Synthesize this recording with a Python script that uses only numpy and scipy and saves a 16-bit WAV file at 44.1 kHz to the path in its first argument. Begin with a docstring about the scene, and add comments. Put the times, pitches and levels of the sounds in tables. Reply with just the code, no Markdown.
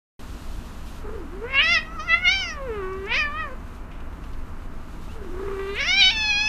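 """In a small room, a cat teased by a hand on a bed gives two long complaining yowls, close by.
Each starts as a rough closed-mouth moan and opens into bright meows: harmonics of the vocal folds
pass through a fixed throat and two moving resonances, and roughen where the voice cracks.
Noise bands make the rumble, air, background hiss and short rustles of fur and blanket;
swept sines make a hum and a squeak. Silence comes first, then the sound fades in quickly."""
import sys
import numpy as np
from scipy import signal
from scipy.fft import rfft, irfft, next_fast_len
from scipy.io import wavfile
from scipy.ndimage import map_coordinates

SR = 44100
rng = np.random.default_rng(int(sys.argv[2]) if len(sys.argv) > 2 else 0)


def to_wav(sig):
    """Store sig (one row per channel, or 1-D mono) as 16-bit WAV at the path in sys.argv[1].

    Samples outside -1..1 are clipped; the rate is SR.
    """
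    pcm = np.clip(np.atleast_2d(sig), -1, 1) * 32767
    pcm = np.round(pcm).astype(np.int16)
    wavfile.write(sys.argv[1], SR, pcm.T)  # frames by channels


N = 285768
TIME = np.arange(N) / SR  # s
TOP_HZ = 14000  # upper band limit
SHUT_HZ, OPEN_HZ = 1155, 2640  # mouth resonance in a moan, and with the jaw wide open


def amp(db):
    """Logarithmic level: decibels to amplitude gain."""
    return 10 ** (np.asarray(db) / 20)


def unit(x):
    """Power normalization: scale to rms 1."""
    return x / np.sqrt(np.mean(x ** 2) + 1e-20)


def along(points, hz):
    """Spectral interpolation: read (f/Hz, value) points on a logarithmic frequency axis."""
    point_hz, values = np.transpose(points)
    return np.interp(np.log(hz + 1), np.log(point_hz + 1), values)


def curves(rows, t):
    """Linear interpolation in time: each column after the first, read at times t."""
    seconds, *columns = np.transpose(rows)
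    return [np.interp(t, seconds, column) for column in columns]


def wobble(t, rate):
    """Band-limited random fluctuation: a smooth curve through `rate` random knots a second."""
    knots = rng.standard_normal(int(N * rate / SR) + 4)
    return map_coordinates(knots, [t * rate])


def filtered(x, response):
    """Linear filtering: multiply the spectrum of x by a response of frequency."""
    size = next_fast_len(N + SR // 2)
    hz = np.fft.rfftfreq(size, 1 / SR)
    return irfft(rfft(x, size) * response(hz), size)[:N]


def noise(spectrum):
    """Coloured noise: white noise filtered to the given spectral density, at rms 1."""
    white = rng.standard_normal(N)
    return unit(filtered(white, lambda hz: amp(along(spectrum, hz))))


def bell(hz, centre_hz, octaves):
    """Resonance: a hump of height 1 that halves `octaves` from its centre."""
    return 1 / (1 + (np.log2((hz + 1) / centre_hz) / octaves) ** 2)


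def rumble():
    """Low-frequency noise whose level fluctuates slowly."""
    # relative spectral density: f/Hz, level/dB (per Hz)
    rumble_colour = [(8, -38.5), (16, 5), (22, 0), (30, -5.5), (42, -5.5), (70, -8), (100, -15.5),
                     (125, -26.5), (200, -63)]
    return amp(-34 + 0.75 * wobble(TIME, 12)) * noise(rumble_colour)


def hum():
    """Frequency modulation: a sine near 161.5 Hz that wavers in pitch and level."""
    pitch = 161.5 + 2 * wobble(TIME, 6.6)
    level = amp(-52.5 + 1.1 * wobble(TIME, 4.7))
    return level * np.sin(2 * np.pi * np.cumsum(pitch) / SR)


def room_air():
    """Broadband noise of the room, nearly steady in level."""
    # relative spectral density: f/Hz, level/dB (per Hz)
    air_colour = [(76, -54), (130, -6.5), (156, -2), (193, -2.5), (232, 0.5), (418, -10), (551, -13.5),
                  (663, -10), (717, -13.5), (995, -10.5), (1290, -11), (1920, -20), (3000, -27),
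                  (3900, -62.5), (6600, -120)]
    return amp(-43.5 + 0.17 * wobble(TIME, 4.2)) * noise(air_colour)


def background_hiss():
    """Amplitude modulation: treble noise with a slowly changing level and a small flicker."""
    # mean level of the hiss: t/s, level/dB
    hiss_levels = [(.2, -52), (.98, -52.5), (1.06, -59.5), (1.5, -59.5), (2.8, -60), (3.62, -61.5),
                   (3.75, -58), (3.85, -65.5), (4.3, -61), (4.7, -62), (5.02, -56), (5.25, -58),
                   (5.7, -54.5), (6.48, -61.5)]
    # relative spectral density: f/Hz, level/dB (per Hz)
    hiss_colour = [(1500, -41.5), (2500, -7), (4000, -8), (5200, -12.5), (6600, -12.5), (8700, -16),
                   (11000, -19), (13900, -19)]
    level_db = curves(hiss_levels, TIME)[0] + 1.1 * wobble(TIME, 25)
    return amp(level_db) * noise(hiss_colour)


def background():
    """Superposition of the rumble, the hum, the room's air and the hiss."""
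    return rumble() + hum() + room_air() + background_hiss()


def room(x):
    """Reverberation: convolution with noise that decays exponentially at each frequency."""
    # decay time of the furnished room: f/Hz, t60/s
    decay_times = [(200, 0.13), (2500, 0.23), (8000, 0.093)]
    hz, t, grains = signal.stft(rng.standard_normal(SR // 2), SR, nperseg=256)
    decay = amp(-60 * t / along(decay_times, hz)[:, None])
    tail = signal.istft(grains * decay, SR, nperseg=256)[1]
    tail = np.pad(tail / np.linalg.norm(tail), (round(.004 * SR), 0))  # 4 ms delay
    return signal.fftconvolve(x, tail)[:N]


def rustles():
    """Exponential decay: short rustles of fur and blanket as decaying bursts of narrow noise."""
    # rustles: t/s (start), level/dB, f/Hz (centre), t60/s
    rustle_rows = [(2.931, -49, 4980, 0.027), (3.057, -50.5, 5513, 0.046), (3.912, -50.5, 2473, 0.32),
                   (4.003, -44, 2400, 0.0448), (4.128, -49, 2500, .04), (4.237, -48, 2798, 0.0681),
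                   (4.332, -49, 3540, 0.057), (5.751, -49.5, 7100, 0.071)]
    out = np.zeros(N)
    for start, db, centre_hz, t60 in rustle_rows:
        age = np.maximum(TIME - start, 0)
        white = rng.standard_normal(N)
        burst = unit(filtered(white, lambda hz: bell(hz, centre_hz, octaves=0.38)))
        attack = 1 - np.exp(-age / 0.00082)
        out += burst * amp(db - 60 * age / t60) * attack
    return out


def squeak():
    """Frequency glide: a faint rising sine with pitch jitter, around the start of the second yowl."""
    # mean glide: t/s, f/Hz, level/dB
    glide = [(5.07, 2510, -120), (5.09, 2520, -51), (5.135, 3020, -54), (5.17, 3050, -120)]
    hz, db = curves(glide, TIME)
    jittered_hz = hz * (1 + .015 * wobble(TIME, 400))
    return amp(db) * np.sin(2 * np.pi * np.cumsum(jittered_hz) / SR)


def shutness(mouth_hz):
    """Mouth resonance as a measure of the jaw: 1 when shut, 0 when wide open."""
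    return np.clip((OPEN_HZ - mouth_hz) / (OPEN_HZ - SHUT_HZ), 0, 1)


def pitch_at(t):
    """Vibration rate of the vocal folds, gliding from each moan or meow into the next."""
    # mean fold rate, one list per closed-mouth moan: t/s, f/Hz
    moan_pitch = [
        [(1.05, 434.4), (1.148, 431.4), (1.168, 407), (1.228, 324), (1.27, 259.1), (1.308, 333.5),
         (1.35, 370.5), (1.388, 395), (1.44, 462)],
        [(2.6, 549), (2.66, 526.4), (2.7, 453), (2.832, 374.3), (3.05, 389.1)],
        [(5.16, 480.4), (5.204, 420.3), (5.26, 364.6), (5.294, 340.5), (5.398, 375.2), (5.42, 391),
         (5.45, 400.5), (5.6, 385.4), (5.745, 403.2)],
    ]
    # mean fold rate, one list per meow; the last two are a cry and its held end: t/s, f/Hz
    meow_pitch = [
        [(1.465, 494), (1.511, 532), (1.585, 553.3), (1.627, 632.4), (1.653, 643.4), (1.729, 701.7),
         (1.783, 621), (1.813, 630.5), (1.84, 656)],
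        [(1.86, 627), (1.958, 669.7), (1.998, 611.3), (2.03, 640), (2.06, 707), (2.074, 703), (2.09, 655.5),
         (2.12, 660.9), (2.22, 724)],
        [(2.24, 734), (2.27, 705.4), (2.33, 778.3), (2.4, 768), (2.436, 717), (2.446, 706), (2.5, 652),
         (2.516, 630.0), (2.57, 582)],
        [(3.08, 434), (3.146, 504.8), (3.186, 641), (3.218, 598), (3.306, 579), (3.4, 648), (3.458, 587.5),
         (3.504, 506), (3.52, 512)],
        [(5.76, 419.5), (5.8, 543.4), (5.806, 560), (5.834, 567), (5.88, 703), (5.93, 753.1), (6.004, 809),
         (6.026, 745.3), (6.098, 761)],
        [(6.116, 922), (6.132, 896), (6.174, 873.4), (6.314, 836.6), (6.326, 813.4), (6.47, 861)],
    ]
    rows = [tuple(row) for call in moan_pitch + meow_pitch for row in call]
    return curves(sorted(rows), t)[0]


def gestures(t):
    """Articulation: effort and jaw set the source levels and resonances, interpolated between calls."""
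    # moans: t/s, fundamental level/dB, overtone level/dB, treble level/dB (over the overtones)
    moans = [
        [(1.06, -37.5, -51, -36), (1.228, -39, -61, -28), (1.256, -44, -67, -20), (1.294, -44.5, -58, -31),
         (1.416, -38, -58, -22), (1.44, -31, -42.5, -36)],
        [(2.6, -38.5, -39.5, -34), (2.718, -29.5, -42.5, -24), (2.746, -30, -38, -23), (2.91, -33, -37, -34.5),
         (3.032, -35, -46, -23), (3.06, -32, -38, -29)],
        [(5.17, -43, -53, -30), (5.298, -40.5, -71, -18), (5.358, -35.5, -49, -45), (5.452, -31.5, -44.5, -35),
         (5.69, -31, -39.5, -14.5), (5.74, -32, -40, -9)],
    ]
    # meows, the last two lists being a cry and its held end: t/s, overtone level/dB,
    # mouth resonance f/Hz, treble level/dB and upper resonance level/dB (both over the overtones)
    meows = [
        [(1.49, -37.5, 1846, -27, -36), (1.562, -20.5, 2300, -22, -25), (1.59, -14.5, 2486, -16.5, -57),
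         (1.638, -20, 2470, -19, -13), (1.662, -20.5, 2160, -10.5, -16), (1.736, -17, 2083, -11.5, -15.5),
         (1.746, -19.5, 2060, -8, -9), (1.772, -21.5, 2130, -16.5, -17), (1.84, -50.5, 2020, -11, -19)],
        [(1.87, -44, 1270, -16, -20), (1.882, -41, 1280, -29, -25), (1.968, -43, 1300, -35, -25),
         (1.98, -40, 1280, -44, -28), (2.002, -32, 1273, -17, -14), (2.058, -42, 1407, -26, -15),
         (2.112, -19, 2040, -14, -31.5), (2.142, -13, 2050, -17, -40), (2.19, -33.5, 2150, -21, -28)],
        [(2.236, -30, 2145, -32, -30), (2.256, -17, 2200, -17, -33), (2.284, -16, 2150, -10.5, -22.5),
         (2.316, -21.5, 2227, -7, -13), (2.396, -26.5, 2742, -14, -7.5), (2.472, -31.5, 2356, -27, -8),
         (2.498, -32, 2190, -22, -5.5), (2.54, -38.5, 1395, -31, -13), (2.56, -41, 1270, -23, -37)],
        [(3.09, -34.5, 2296, -24, -33), (3.122, -22, 2460, -18, -29), (3.156, -22.5, 2230, -11, -16.5),
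         (3.22, -23, 2460, -26, -15.5), (3.284, -32.5, 1255, -26, -34), (3.34, -33, 1213, -28, -47),
         (3.408, -27.5, 1790, -25.5, -30), (3.49, -41, 1187, -36, -40), (3.52, -46, 1230, -29, -27)],
        [(5.765, -31.5, 2380, -13, -34), (5.813, -24.5, 2142, -10, -14), (5.851, -26.5, 2190, -18, -10.5),
         (5.889, -22, 1960, -8.5, -7.5), (5.957, -22, 2280, -5, -11.5), (6.003, -17, 2410, -4.5, -8),
         (6.025, -18.5, 2558, 1.5, -16), (6.055, -18.5, 2665, -3, -8), (6.1, -20.5, 2310, -1, -10)],
        [(6.12, -31, 2365, 0, -3), (6.144, -33, 2380, -0.5, -11), (6.172, -26, 2260, -5, -9.5),
         (6.294, -23, 2310, -3, -13), (6.328, -23.5, 2495, -6, -14), (6.348, -22.5, 2570, -5.5, -12),
         (6.384, -21, 2520, -5, -15), (6.47, -23.5, 2550, -10, -8)],
    ]
    # upper resonance of the mouth, one value per list of meows: f/Hz
    meow_upper_hz = [5134, 6000, 5700, 4780, 5480, 5650]
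    moan_top_db, moan_upper_hz = -46, 5240  # upper resonance in a moan
    rows = [(s, base_db, db, SHUT_HZ, treble_db, moan_top_db, moan_upper_hz)
            for s, base_db, db, treble_db in np.concatenate(moans)]
    for meow, upper_hz in zip(meows, meow_upper_hz):
        for s, db, mouth_hz, treble_db, top_db in meow:
            # a shut mouth muffles the fundamental, except where the nose rings
            nose_db = 19.5 * bell(pitch_at(s), 508, octaves=0.12) - 2.5
            # the fundamental grows weakly with the treble
            base_db = -30.5 + 0.34 * (db + treble_db) + shutness(mouth_hz) * nose_db
            rows.append((s, base_db, db, mouth_hz, treble_db, top_db, upper_hz))
    return curves(sorted(rows), t)


def roughness(t, pitch):
    """Irregular fold vibration: at the onset, when slack at low pitch, and where the voice cracks."""
    # cracks: t/s, half length t/s, roughness (0-1)
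    crack_rows = [(1.52, 0.037, 0.25), (1.616, .018, 0.36), (3.148, .022, 0.33), (5.831, .055, .29),
                  (6.035, 0.038, 0.18), (6.11, .02, .16)]
    taut = 0.032
    onset = 0.629 * np.exp(-((t - t[0]) / 0.458) ** 4)  # settles in about half a second
    slack = 0.264 / (1 + (pitch / 471) ** 12)
    cracks = sum(rough * np.exp(-((t - s) / length) ** 2) for s, length, rough in crack_rows)
    return np.clip(taut + onset + slack + cracks, 0, 1)


def overtone_levels(hz, mouth_hz, upper_hz, treble_db, top_db):
    """Source-filter principle: overtones (rows) weighted by the throat and two moving resonances."""
    # fixed colour of the throat: f/Hz, level/dB
    throat_colour = [(600, -15), (900, 0), (1250, 1), (2000, 7), (3000, 7.5), (3600, 1), (4300, -6),
                     (5400, -9.5), (6200, -19), (7300, -42), (8400, -51), (9800, -46), (11200, -60),
                     (13000, -63)]
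    treble_edge_hz, upper_edge_hz, sheen_edge_hz = 3300, 4600, 7600
    upper_open_db, upper_shut_db = 2, 28  # height of the upper resonance
    throat_db = along(throat_colour, hz)
    mouth_db = 11 * bell(hz, mouth_hz, octaves=0.35)
    height_db = upper_open_db + shutness(mouth_hz) * (upper_shut_db - upper_open_db)
    # the upper resonance has a hollow below it
    hollow = 0.27 * bell(hz, 0.6 * upper_hz, octaves=0.063)
    upper_db = height_db * (bell(hz, upper_hz, octaves=0.037) - hollow)
    # brightness per octave rises with the treble
    tilt_db = (8 + 0.65 * treble_db) * np.log2(np.maximum(hz, SHUT_HZ) / treble_edge_hz)
    # the nose swallows the overtones just above its ring
    notch_db = -9 * bell(hz, 680, octaves=0.11)
    in_band = hz < TOP_HZ
    shape = amp(throat_db + mouth_db + upper_db + tilt_db + notch_db) * in_band
    # body, treble and upper resonance are each normalized to their own share of the power
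    low, below_top = [1 / (1 + (hz / edge) ** 40) for edge in (treble_edge_hz, upper_edge_hz)]
    bands = (low, below_top - low, 1 - below_top)
    body, treble, top = [shape * band / np.linalg.norm(shape * band, axis=0) for band in bands]
    # the highest overtones come up with the upper resonance
    sheen = amp(5.5 + 0.39 * top_db + throat_db) * np.clip(hz / sheen_edge_hz, 0, 1) ** 40 * in_band
    return np.sqrt(body ** 2 + (amp(treble_db) * treble) ** 2 + (amp(top_db) * top) ** 2 + sheen ** 2)


def yowl(start, end, count=24):
    """Voiced sound: fold harmonics with jitter, shimmer and turbulence, shaped by throat and jaw."""
    # relative spectral density of the nasal rasp: f/Hz, level/dB (per Hz)
    rasp_colour = [(500, -31), (900, -8), (1180, 3.5), (1450, -3), (2400, -19), (4000, -30), (6000, -69)]
    attack_s, release_s = 0.032, 0.0065
    sounding = (TIME > start) & (TIME < end)
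    t = TIME[sounding]
    pitch = pitch_at(t)
    rough = roughness(t, pitch)
    base_db, overtone_db, mouth_hz, treble_db, top_db, upper_hz = gestures(t)
    orders = np.arange(2, count + 1)
    shares = overtone_levels(orders[:, None] * pitch, mouth_hz, upper_hz, treble_db, top_db)
    # rough folds vary more in period and in how hard they close
    pitch = pitch * (1 + .003 * wobble(t, 70) + .08 * rough ** 2 * wobble(t, 260))
    closure_db = .9 * wobble(t, 50) + 7 * rough ** 2 * wobble(t, 170)
    phase = 2 * np.pi * np.cumsum(pitch) / SR
    voice = amp(base_db + 0.58 * closure_db) * np.sin(phase)
    # with rough folds, air rasps through the nose once a cycle
    voice += amp(base_db - 21) * rough * (1 + np.cos(phase)) * noise(rasp_colour)[sounding]
    # period doubling: rough folds close hard and soft in turn
    alternation = 1 + 0.34 * rough * np.sin(phase / 2)
    for order, share in zip(orders, shares):
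        hz = order * pitch
        # each overtone also wavers slowly by itself
        level = share * alternation * amp(overtone_db + closure_db + 1.44 * wobble(t, 18))
        # each resonance delays the harmonics above it by up to half a turn
        mouth_delay = np.arctan((hz - mouth_hz) / 250)
        upper_delay = np.arctan((hz - upper_hz) / 300)
        angle = order * phase - mouth_delay - upper_delay
        # turbulence at the folds puts a skirt of noise around each overtone
        skirt = wobble(t, 800) * np.sin(angle) + wobble(t, 800) * np.cos(angle)
        voice += level * (np.sin(angle) + (.015 + .6 * rough) * skirt)
    envelope = np.clip(np.minimum((t - start) / attack_s, (end - t) / release_s), 0, 1)
    out = np.zeros(N)
    out[sounding] = np.sqrt(2) * voice * envelope
    return out


def scene():
    """Superposition of direct sound, reverberation and background: the cat close by, in its room."""
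    # each yowl runs without a gap through moans and meows: start t/s, end t/s
    yowl_spans = [(1.03, 3.545), (5.14, 6.485)]
    close = sum(yowl(start, end) for start, end in yowl_spans) + rustles() + squeak()
    echo = amp(-13) * room(close)
    return (close + echo + background())[None]


def record(dry):
    """Fade-in and band limitation: a short silence, then the sound below TOP_HZ."""
    fade_in = np.clip((TIME - .192) / .002, 0, 1)  # silence until 0.192 s, then faded in over 2 ms
    return filtered(dry[0] * fade_in, lambda hz: hz < TOP_HZ)[None]


dry = scene()
out = record(dry)
to_wav(out)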